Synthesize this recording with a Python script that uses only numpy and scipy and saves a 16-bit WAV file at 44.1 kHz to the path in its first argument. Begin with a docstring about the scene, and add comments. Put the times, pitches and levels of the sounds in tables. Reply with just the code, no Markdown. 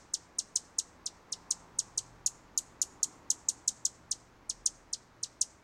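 """A quiet garden: a hummingbird chips close by, about four times a second.
Each chip is one whistle plunging from 7-9 kHz to 2.5 kHz in 20-25 ms, its overtones sweeping
through the throat's resonance. Leaves and walls scatter it back.
Far traffic, a hiss of air and a faint engine hum lie underneath."""
import sys
import numpy as np
from scipy import signal
from scipy.fft import rfft, irfft
from scipy.io import wavfile

SR = 44100
rng = np.random.default_rng(int(sys.argv[2]) if len(sys.argv) > 2 else 0)


def int16_out(signal):
    """Quantize to a 16-bit WAV file."""
    q = np.round(np.clip(np.atleast_2d(signal).T, -1, 1) * 32767)
    wavfile.write(sys.argv[1], SR, q.astype(np.int16))


N = 248283
TIME = np.arange(N) / SR


def bird(gain_db=-13.5):
    """Chips, direct plus scattered; the head moves, so each scatters differently."""
    # mid_plunge_s, force_db, treble_beam_db, beak_gape (0 shut, 1 wide)
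    chips = [(-.075, 3.5, -6, 0.06), (.1418, 1.5, -5.5, 0.18), (.3910, 0, -3, 0.03), (.5616, 1.5, -2, 0.18),
             (0.7895, .5, -2, 0.17), (1.0644, 0, -9.5, .1), (1.327, -0.2, -9, 0.07),
             (1.5117, -0.5, -0.5, 0.15), (1.7926, 0.5, -1, 0.1), (1.9809, -.5, -2, 0.13),
             (2.2650, -0.4, -0.5, 0.86), (2.5791, -.3, -1.5, 1), (2.8190, -.3, -1, .98),
             (3.0335, 0, 0, .72), (3.3058, .5, 0.1, 0.62), (3.4901, -1, 1.2, 0.5), (3.6817, -0.3, 1.1, 0.3),
             (3.8556, -0.4, 0, 0.41), (4.1172, 0, -4, 0.04), (4.5000, -1, -5.5, 0.04),
             (4.6640, -.5, 2, 0.07), (4.9350, 0, -7.5, 0.08), (5.2358, 0, -8, 0.08), (5.4168, 0, 1, .2)]
    out = np.zeros(N + 2 * SR)  # 1 s margin each end
    for mid_s, force_db, beam_db, gape in chips:
        lead_ms, direct, spilled = chip(beam_db, gape)
        call = garden(spilled)
        call[:len(direct)] += direct
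        start = SR + int((mid_s - lead_ms / 1000) * SR)
        out[start:start + len(call)] += from_db(force_db) * call
    return from_db(gain_db) * out[SR:SR + N]


def chip(beam_db, gape, mid_hz=5933, period_growth_per_ms=0.077,
         attack_ms=1.1, hold_ms=7.84, release_ms=10.24):
    """Plunging syrinx whistle through the throat: lead-in time, direct beam, spill into the garden."""
    # level_db per harmonic, fundamental first
    harmonics_db = [0, -12, -25, -20.5, -35]
    # beak nearly shut: freq_hz, gain_db
    throat = [(2400, -28), (3400, -31.5), (4050, -22), (4650, -19), (5250, -10.5), (5900, -4), (6450, 0),
              (7200, -3.5), (8400, -3), (9600, -8), (11200, -12.5), (12800, -26.5), (15500, -33.5)]
    # wider beak: later, lower start; richer overtones; higher resonance
    lead_ms = np.interp(gape, [0, 1], [7.2, 3.5])
    top_hz = np.interp(gape, [0, 1], [9000, 7180])
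    overtone_db = np.interp(gape, [0, 1], [-2, 2])
    throat_shift = 1 + 0.042 * gape
    ms = np.arange(-lead_ms, hold_ms + release_ms, 1000 / SR)  # 0 at mid-plunge
    lead_left = np.clip(-ms / lead_ms, 0, 1)
    late_ms = np.maximum(ms, 0)
    unsteadiness = np.sqrt(2 * late_ms / ms[-1])
    waver = 0.02 * unsteadiness * drift(12, len(ms))
    flutter_db = unsteadiness * drift(12, len(ms))
    # pitch tips over, then the period grows steadily
    hz = mid_hz / (1 + period_growth_per_ms * late_ms)
    hz += (top_hz - mid_hz) * np.sin(np.pi / 2 * lead_left)
    hz *= 1 + waver
    phase = 2 * np.pi * np.cumsum(hz) / SR
    # syrinx is weaker and purer at the top of its range
    high = np.interp(hz / throat_shift, [6750, 7900], [0, 1])
    overtone_db = overtone_db - 10.5 * high
    ramp = np.clip(np.minimum((ms + lead_ms) / attack_ms, (ms[-1] - ms) / release_ms), 0, 1)
    force = from_db(flutter_db - 12 * high) * np.sin(np.pi / 2 * ramp) ** 2
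    direct = spilled = 0
    for k, level_db in enumerate(harmonics_db, 1):
        partial_hz = k * hz
        source = force * from_db(level_db + (k > 1) * overtone_db) * np.sin(k * phase)
        source *= partial_hz < SR / 2
        open_beak_db = gape * np.interp(partial_hz, [10000, 14000], [0, 5.5])
        voiced = source * at_hz(throat, partial_hz / throat_shift) * from_db(open_beak_db)
        aim_db = beam_db * np.interp(partial_hz, [4600, 6400], [0, 1])  # only treble is directional
        direct += voiced * from_db(aim_db)
        spilled += voiced * from_db(0.77 * aim_db)
    return lead_ms, direct, spilled


def garden(x, scatter_db=-14, reflect_db=-2, grain_spread_db=4.5, path_spread_db=1.5):
    """Grainy leaf scatter plus distinct reflections, duller the longer their path."""
    # near leaves, garden, far side: start_s, peak_s, level_db, t60_s, cutoff_hz
    scatter = [(.001, 0.004, 3, 0.11, 15050), (.005, 0.032, -17, 0.44, 11400),
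               (0.072, 0.085, -22, 0.28, 9400)]
    # freq_hz, gain_db
    scatter_colour = [(2500, -0.5), (4500, 0), (6400, -5), (7100, -4), (7700, 2.5), (8600, -0.5),
                      (10000, -4), (15000, 1)]
    # branches, ground, walls: delay_ms, level_db
    reflections = [(2.54, -24), (4.72, -17), (5.62, -20), (8.54, -25), (9.88, -22), (11.05, -22),
                   (12.07, -24), (15.69, -28), (53.5, -38), (61.7, -39), (94.5, -41)]
    size = SR // 2
    t = np.arange(size) / SR
    hz = np.fft.rfftfreq(size, 1 / SR)
    colour = at_hz(scatter_colour, hz)
    leaves = paths = 0
    for start_s, peak_s, level_db, t60_s, cutoff_hz in scatter:
        grains = rng.standard_normal(size)
        grains *= from_db(grain_spread_db * np.clip(rng.standard_normal(size), -3, 3))
        grains = irfft(rfft(grains) * colour / np.hypot(1, (hz / cutoff_hz) ** 10), size)
        build_up = np.interp(t, [start_s, peak_s], [0, 1])
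        leaves += grains * build_up * from_db(level_db - 60 * np.maximum(t - peak_s, 0) / t60_s)
    for delay_ms, level_db in reflections:
        absorbed_db = 0.6 * delay_ms * (hz / 10000) ** 2
        gain = from_db(level_db + path_spread_db * rng.standard_normal() - absorbed_db)
        paths += gain * np.exp(-2j * np.pi * hz * delay_ms / 1000)
    diffuse = from_db(scatter_db) * leaves / np.linalg.norm(leaves)
    return signal.fftconvolve(x, diffuse + from_db(reflect_db) * irfft(paths, size))


def traffic(road_fade_db_per_s=0.3, air_db=-61.5, air_swell_db=2, air_fade_db_per_s=0.14):
    """Receding far road; passing cars swell and sink in pitch, and the air's hiss swells with them."""
    # nearest_s, half_power_s, tyre_db, engine_db
    cars = [(1.62, .38, -64, -80.5), (3.2, .35, -63.5, -64)]
    # freq_hz, density_db
    air = [(20, -4.5), (50, 1), (75, 4), (100, 1), (150, -3), (220, 0), (340, -1.5), (500, -3), (900, -5),
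           (1400, -6.5), (2000, -10), (3000, -18.5), (6500, -21.5), (9000, -34), (12000, -36), (16000, -36)]
    road = tyres_and_engines(-72.5, -76) * from_db(-road_fade_db_per_s * TIME)
    busy = 0
    for nearest_s, half_power_s, tyre_db, engine_db in cars:
        near = swell(nearest_s, half_power_s)
        doppler = 1 - 0.05 * near * (TIME - nearest_s) / half_power_s
        road += near * tyres_and_engines(tyre_db, engine_db, doppler)
        busy += near
    return road + from_db(air_db + air_swell_db * busy - air_fade_db_per_s * TIME) * noise(air)


def tyres_and_engines(tyre_db, engine_db, doppler=1):
    """Tyre rush over a lower engine drone."""
    tyres = from_db(tyre_db) * drone(centre_hz=943, width_oct=0.43, doppler=doppler)
    engines = from_db(engine_db) * drone(centre_hz=293.3, width_oct=0.61, doppler=doppler)
    return tyres + engines


def hum(wander_hz=2.2, throb_db=3):
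    """Low tones of distant engines, each swelling once, wavering in pitch and level."""
    # pitch_hz, peak_s, half_amplitude_s, level_db
    tones = [(39.7, 2.3, 0.56, -65), (38.5, 4.6, 0.5, -67), (120, 2.08, .17, -65), (118.6, 3.9, 1.8, -70),
             (167.4, 2.35, 1.76, -71)]
    out = 0
    for pitch_hz, peak_s, half_s, level_db in tones:
        phase = 2 * np.pi * np.cumsum(pitch_hz + wander_hz * drift(50)) / SR
        rms = swell(peak_s, half_s) ** 2 * from_db(level_db + throb_db * drift(45))
        out += np.sqrt(2) * rms * np.sin(phase)
    return out


def drone(centre_hz, width_oct, doppler):
    """Noise band, rms 1, resampled by the Doppler ratio."""
    offset_oct = np.log2((np.fft.rfftfreq(N, 1 / SR) + 1) / centre_hz)
    band = irfft(rfft(rng.standard_normal(N)) * np.exp(-(offset_oct / width_oct) ** 2), N)
    position = np.cumsum(doppler * np.ones(N)) % N
    return np.interp(position, np.arange(N), band / band.std())


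def noise(spectrum):
    """Coloured noise, rms 1."""
    x = irfft(rfft(rng.standard_normal(N)) * at_hz(spectrum, np.fft.rfftfreq(N, 1 / SR)), N)
    return x / x.std()


def swell(nearest_s, half_power_s):
    """1/distance gain of a passing source."""
    return 1 / np.hypot(1, (TIME - nearest_s) / half_power_s)


def drift(points, size=N):
    """Random curve through evenly spaced points."""
    return np.interp(np.linspace(0, points - 1, size), np.arange(points), rng.standard_normal(points))


def at_hz(spectrum, hz):
    """Gain at hz from (freq_hz, gain_db) rows."""
    knots_hz, gain_db = np.transpose(spectrum)
    return from_db(np.interp(np.log(hz + 1e-9), np.log(knots_hz), gain_db))


def from_db(db):
    """Decibels to gain."""
    return 10 ** (np.asarray(db) / 20)


def scene():
    """Bird over the far town, mono."""
    return (bird() + traffic() + hum())[None]


def record(dry):
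    """Steep low-pass at 16 kHz."""
    return signal.sosfilt(signal.ellip(10, 0.1, 70, 16000, fs=SR, output="sos"), dry)


dry = scene()
out = record(dry)
int16_out(out)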